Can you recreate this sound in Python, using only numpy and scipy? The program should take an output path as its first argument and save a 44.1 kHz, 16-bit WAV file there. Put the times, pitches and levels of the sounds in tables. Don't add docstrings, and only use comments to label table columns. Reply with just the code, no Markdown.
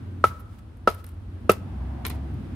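import sys
import numpy as np
from scipy import signal
from scipy.fft import rfft, irfft
from scipy.io import wavfile
from scipy.ndimage import map_coordinates

SR = 44100
rng = np.random.default_rng(int(sys.argv[2]) if len(sys.argv) > 2 else 0)


def inscribe(sig):
    pcm = np.round(np.clip(np.atleast_2d(sig).T, -1, 1) * 32767)
    wavfile.write(sys.argv[1], SR, pcm.astype(np.int16))


N = 112454

# (time [s], attack [s], baton pitch [Hz], baton level [dB], after-ring [dB], baton top [Hz],
# log level [dB], log low edge [Hz], log high edge [Hz], tear level [dB], tear treble boost [dB],
# crack level [dB], crack pitch [Hz], echo send [dB])
BLOWS = [(0.2401, 0.00062, 1304, -2.5, -18, 4450, -15.5, 430, 2050, -27.5, 2, -23, 2370, -10.5),
         (0.8735, 0.0018, 1306, -3, -27, 1770, -11, 260, 1160, -21.5, -3.5, -26, 2780, -15),
         (1.4938, 0.0013, 1315, -4.5, -20, 4260, -6.5, 100, 612, -19, 3.5, -14.5, 2656, -18.5)]
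def blows():
    direct, echo_send = 0, 0
    for (start, attack_s, baton_hz, baton_db, ring_db, top_hz, log_db, low_hz, high_hz,
         tear_db, treble_db, crack_db, crack_hz, echo_db) in BLOWS:
        clack = undb(baton_db) * baton(baton_hz, ring_db, top_hz)
        thud = undb(log_db) * log_thud(low_hz, high_hz)
        tear = undb(tear_db) * tearing_fibres(treble_db)
        crack_band = [(crack_hz / 2, -65), (crack_hz, 0), (crack_hz * 2, -80)]
        crack = undb(crack_db) * colour(crackle() * fade(t60=0.018), crack_band)
        attack = 1 - np.exp(-clock() / attack_s)
        knock = delay(attack * ((clack + thud) * pan(db=-0.3) + tear + crack), start)
        direct += knock
        echo_send += undb(echo_db) * knock
    houses = reflect(echo_send, db=-16.5, t60=0.81, delay_s=0.045)
    slap = reflect(echo_send, db=-17.5, t60=0.23, delay_s=0.068)
    return direct + houses + slap


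# (frequency [Hz], level [dB], t60 [s])
BATON_MODES = [(1237, -19.5, 0.02), (1344, -20, .05), (1494, -29, 0.015), (1630, -27, 0.033),
               (1974, -34.5, 0.14), (2250, -29.5, 0.035), (2650, -38, .07), (3560, -47, .08),
               (4350, -42.5, 0.065)]
EAR_LEAD_S = np.array([[.00006], [0]])
def baton(hz, ring_db, top_hz):
    envelope = fade(t60=0.045) + undb(ring_db) * fade(t60=0.09)
    chatter_rad = walk(per_s=130)
    tone = envelope * np.sin(2 * np.pi * hz * (clock() + EAR_LEAD_S) + chatter_rad)
    return butter(tone + ring(BATON_MODES), "low", top_hz, order=8)


# (frequency [Hz], level [dB], t60 [s])
LOG_MODES = [(95, -9, 0.088), (150, -16, 0.048), (195, -15.5, 0.082), (300, -15.5, 0.078),
             (385, -5.5, .068), (442, -7.5, 0.069), (483.7, -2, 0.048), (553, -10, 0.046),
             (608, -2.5, 0.048), (693, -12, 0.069), (836, -2, 0.033), (939, 4.5, 0.019), (990, -14.5, .035)]
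def log_thud(low_hz, high_hz):
    body = butter(ring(LOG_MODES), "high", low_hz, order=2)
    return butter(body, "low", high_hz, order=6)


# (frequency [Hz], level [dB])
TEAR_SPECTRUM = [(300, 7), (1000, 6), (1650, -2), (2000, -1.5), (2650, -4.5), (3200, -4.5), (3600, -6.5),
                 (5000, -7), (7200, -15), (10000, -14), (13000, -17.5), (16000, -22.5)]
def tearing_fibres(treble_db, treble_above_hz=6000):
    burst = crackle() * (fade(t60=.07) + undb(-10) * fade(t60=0.19))
    return colour(burst, [(hz, db + treble_db * (hz > treble_above_hz)) for hz, db in TEAR_SPECTRUM])


# (time [s], level [dB], pan left minus right [dB])
SNAPS = [(0.2690, -35.5, 0.5), (0.771, -50, -1), (0.8835, -47, 9.5), (0.9017, -35, 0), (0.913, -42, 15),
         (0.944, -40.5, -3), (0.948, -39.5, 4), (1.043, -36, 1), (1.0658, -38, 1.5), (1.0906, -41, 0.5),
         (1.117, -51, 5), (1.1425, -54, -3), (1.5008, -23.5, -5), (1.517, -44, 9), (1.5178, -18.5, 3.5),
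         (2.0662, -20, 2), (2.0815, -33, -2), (2.0992, -28, 4.5), (2.34, -49.5, 6)]
# (frequency [Hz], level [dB])
SNAP_SPECTRUM = [(800, -12), (2500, -10.5), (5000, -16), (7200, -20.5), (9500, -4), (13000, -0.5),
                 (14500, 0), (16000, -17.5)]
def fibre_snaps(top_at_0_db_hz=18200, hz_per_db=164.5):
    envelope = fade(t60=0.0055) + undb(-17) * fade(t60=0.044)
    mid, side = rng.standard_normal((2, N))
    noise = unit(stereo(mid, side, width=0.5))
    ticks = 0
    for start, db, pan_db in SNAPS:
        tick = butter(noise * delay(envelope, start), "low", top_at_0_db_hz + hz_per_db * db, order=2)
        ticks += undb(db) * pan(pan_db) * tick
    return colour(ticks, SNAP_SPECTRUM)


# (peak time [s], level [dB], half length [s], squeak against rasp [dB])
RUBS = [(0.276, -44.5, 0.021, -9), (0.318, -58.5, 0.087, -29), (0.403, -64.5, 0.01, 7),
        (0.534, -64, 0.059, -26), (0.591, -58, 0.0054, -13), (0.924, -53.5, 0.03, -8),
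        (0.994, -57, 0.026, -12), (1.046, -52.5, 0.0044, -10), (1.082, -59.5, 0.032, -19),
        (2.151, -55.5, 0.008, -10)]
# (frequency [Hz], level [dB])
RASP_SPECTRUM = [(500, 0), (1500, 6.5), (4000, -2), (7200, -7.5), (10000, -5.5), (13000, -10.5),
                 (16000, -9)]
def splinter_rubs():
    rasp = unit(colour(crackle(), RASP_SPECTRUM))
    squeak = unit(colour(crackle(), [(7000, -28), (11900, 0), (16800, -35)]))
    out = 0
    for peak_s, db, half_s, squeak_db in RUBS:
        swell = np.exp(-((clock() - peak_s) / half_s) ** 2)
        out += undb(db) * swell * (rasp + undb(squeak_db) * squeak)
    return out


# (time [s], level [dB])
SCUFFS = [(2.0481, -33), (2.0515, -21.5), (2.0565, -43), (2.1022, -29), (2.158, -48)]
# (frequency [Hz], level [dB])
CRUNCH_SPECTRUM = [(200, -1), (420, 2), (700, -8), (1050, -1.5), (1600, -6), (2000, 1), (3000, -4),
                   (4200, -6.5), (7200, -14.5), (10500, -15), (16000, -30)]
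# (frequency [Hz], level [dB], t60 [s])
STUMP_MODES = [(406, -11.5, .06), (1027, -10, 0.065), (1358, -16, 0.053), (1900, -16, 0.041),
               (2454, -21, .06), (3300, -38, 0.052), (4080, -19, 0.084)]
def log_set_down():
    envelope = fade(t60=0.0032) + undb(-12.5) * fade(t60=0.13)
    touches = sum(delay(undb(db) * envelope, start) for start, db in SCUFFS)
    crunch = colour(crackle() * touches, CRUNCH_SPECTRUM)
    knocks = sum(delay(undb(db) * ring(STUMP_MODES), start) for start, db in SCUFFS)
    return crunch + knocks


# (time [s], firing rate [Hz], level [dB])
ENGINE_REVS = [(0, 51.6, -60.5), (1.2, 46.97, -53), (1.45, 52.52, -52), (1.62, 56.78, -35.5),
               (1.76, 62.48, -35), (1.92, 65.95, -29.5), (2.12, 70.6, -33), (2.3, 68.15, -32.5),
               (2.55, 58.7, -41)]
# (multiple of the firing rate, level [dB])
ENGINE_ORDERS = [(1, -2.5), (1.5, -17), (2, -15.5), (2.5, -13), (3.5, -15), (4.5, -22)]
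def distant_engine():
    firings = np.cumsum(curve(ENGINE_REVS) * (1 + .012 * walk(per_s=14))) / SR
    drone = 0
    for multiple, db in ENGINE_ORDERS:
        drone += undb(db + 3 * walk(per_s=9)) * np.sin(2 * np.pi * (multiple * firings + rng.random()))
    return np.sqrt(2) * undb(curve(ENGINE_REVS, column=2)) * drone


# (time [s], level [dB])
HUM_LEVEL = [(0, -39), (.18, -35.5), (.35, -44), (.7, -48.5), (1.0, -42), (1.5, -42), (1.95, -41),
             (2.55, -42)]
def low_hum(hz=88.74, waver=0.033):
    gain = np.sqrt(2) * undb(curve(HUM_LEVEL) + walk(per_s=31))
    cycles = np.cumsum(hz * (1 + waver * walk(per_s=8))) / SR
    return gain * np.sin(2 * np.pi * cycles)


# (frequency [Hz], level [dB])
RUMBLE_SPECTRUM = [(30, -22), (60, -9), (110, 9), (150, -3.5), (230, 1.5), (320, -5.5), (480, -20),
                   (850, -25), (1500, -28.5), (3500, -40), (7000, -53), (10000, -51.5), (16000, -61)]
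# (time [s], level [dB])
RUMBLE_LEVEL = [(0, -40), (.2, -41.5), (.5, -51), (1.0, -52), (1.35, -42.5), (1.75, -38.5), (2.0, -39.5),
                (2.3, -37), (2.55, -36)]
# (time [s], level [dB])
TYRE_LEVEL = [(1.3, -72), (1.7, -53), (1.95, -48), (2.15, -47), (2.55, -71)]
def traffic(tyre_hz=733):
    rumble = undb(curve(RUMBLE_LEVEL) + 0.31 * walk(per_s=3.3)) * outdoor_noise(RUMBLE_SPECTRUM)
    tyre_band = [(tyre_hz / 2, -22), (tyre_hz, 0), (tyre_hz * 2, -18), (9000, -50)]
    return rumble + undb(curve(TYRE_LEVEL)) * outdoor_noise(tyre_band)


# (frequency [Hz], level [dB])
AIR_SPECTRUM = [(25, -29), (50, 1.5), (95, 5.5), (135, -17), (220, -13.5), (330, -19.5), (460, -25.5),
                (750, -29.5), (1400, -33), (2200, -42.5), (3300, -43.5), (7000, -56.5), (10000, -52),
                (16000, -65.5)]
def still_air():
    return undb(-42) * outdoor_noise(AIR_SPECTRUM)


def ring(modes):
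    t, out = clock() + EAR_LEAD_S, 0
    for k, (hz, db, t60) in enumerate(modes):
        phase = rng.uniform(-1, 1) - k * np.pi / 4
        out += undb(db) * fade(t60) * np.sin(2 * np.pi * hz * t + phase)
    return out


def crackle(clicks_per_s=5000, spread_db=2):
    clicks = (rng.random((2, N)) < clicks_per_s / SR) * rng.choice([-1, 1], (2, N))
    sizes = undb(spread_db * np.minimum(rng.exponential(size=(2, N)), 3))
    mid, side = unit(clicks * sizes)
    return unit(stereo(mid, side, width=0.75))


def reflect(x, db, t60, delay_s):
    response = delay(diffuse() * fade(t60), delay_s)
    return undb(db) * signal.fftconvolve(x, unit(response) / np.sqrt(N), axes=-1)[:, :N]


def outdoor_noise(spectrum):
    return unit(colour(diffuse(), spectrum))


def diffuse(wide_above_hz=710):
    mid, side = rng.standard_normal((2, N))
    return stereo(mid, butter(side, "high", wide_above_hz, order=1), width=1)


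def colour(x, points, size=4096):
    hz, db = np.array(points).T
    bins_hz = np.arange(size // 2 + 1) * SR / size
    gain = unit(undb(np.interp(np.log(bins_hz + 1), np.log(hz), db)))
    cepstrum = irfft(np.log(gain))
    cepstrum[1:size // 2] *= 2
    cepstrum[size // 2 + 1:] = 0
    response = irfft(np.exp(rfft(cepstrum)))
    return signal.fftconvolve(x, response[None], axes=-1)[:, :N]


def butter(x, kind, hz, order):
    return signal.sosfilt(signal.butter(order, hz, kind, fs=SR, output="sos"), x)


def walk(per_s):
    return map_coordinates(rng.standard_normal(512), [clock() * per_s], mode="mirror")


def curve(rows, column=1):
    rows = np.array(rows)
    return np.interp(clock(), rows[:, 0], rows[:, column])


def fade(t60):
    return np.exp(-np.log(1000) * np.minimum(clock() / t60, 10))


def delay(x, s):
    k = int(np.clip(s * SR, 0, N - 1))
    return np.concatenate([np.zeros(x.shape[:-1] + (k,)), x[..., :N - k]], axis=-1)


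def stereo(mid, side, width):
    return mid + width * side * np.array([[1], [-1]])


def pan(db):
    return undb(np.array([[db], [-db]]) / 2)


def undb(db):
    return 10 ** (np.asarray(db) / 20)


def unit(x):
    return x / np.sqrt(np.mean(x ** 2))


def clock():
    return np.arange(N) / SR


def scene():
    wood = blows() + fibre_snaps() + splinter_rubs() + log_set_down()
    yard = reflect(wood, db=-13.5, t60=0.11, delay_s=.003)
    return wood + yard + distant_engine() + low_hum() + traffic() + still_air()


def record(dry, low_cut_hz=38, top_hz=15600):
    clipped = np.clip(butter(dry, "high", low_cut_hz, order=4), -1, 1)
    return signal.sosfilt(signal.ellip(8, .2, 70, top_hz, fs=SR, output="sos"), clipped)


dry = scene()
out = record(dry)
inscribe(out)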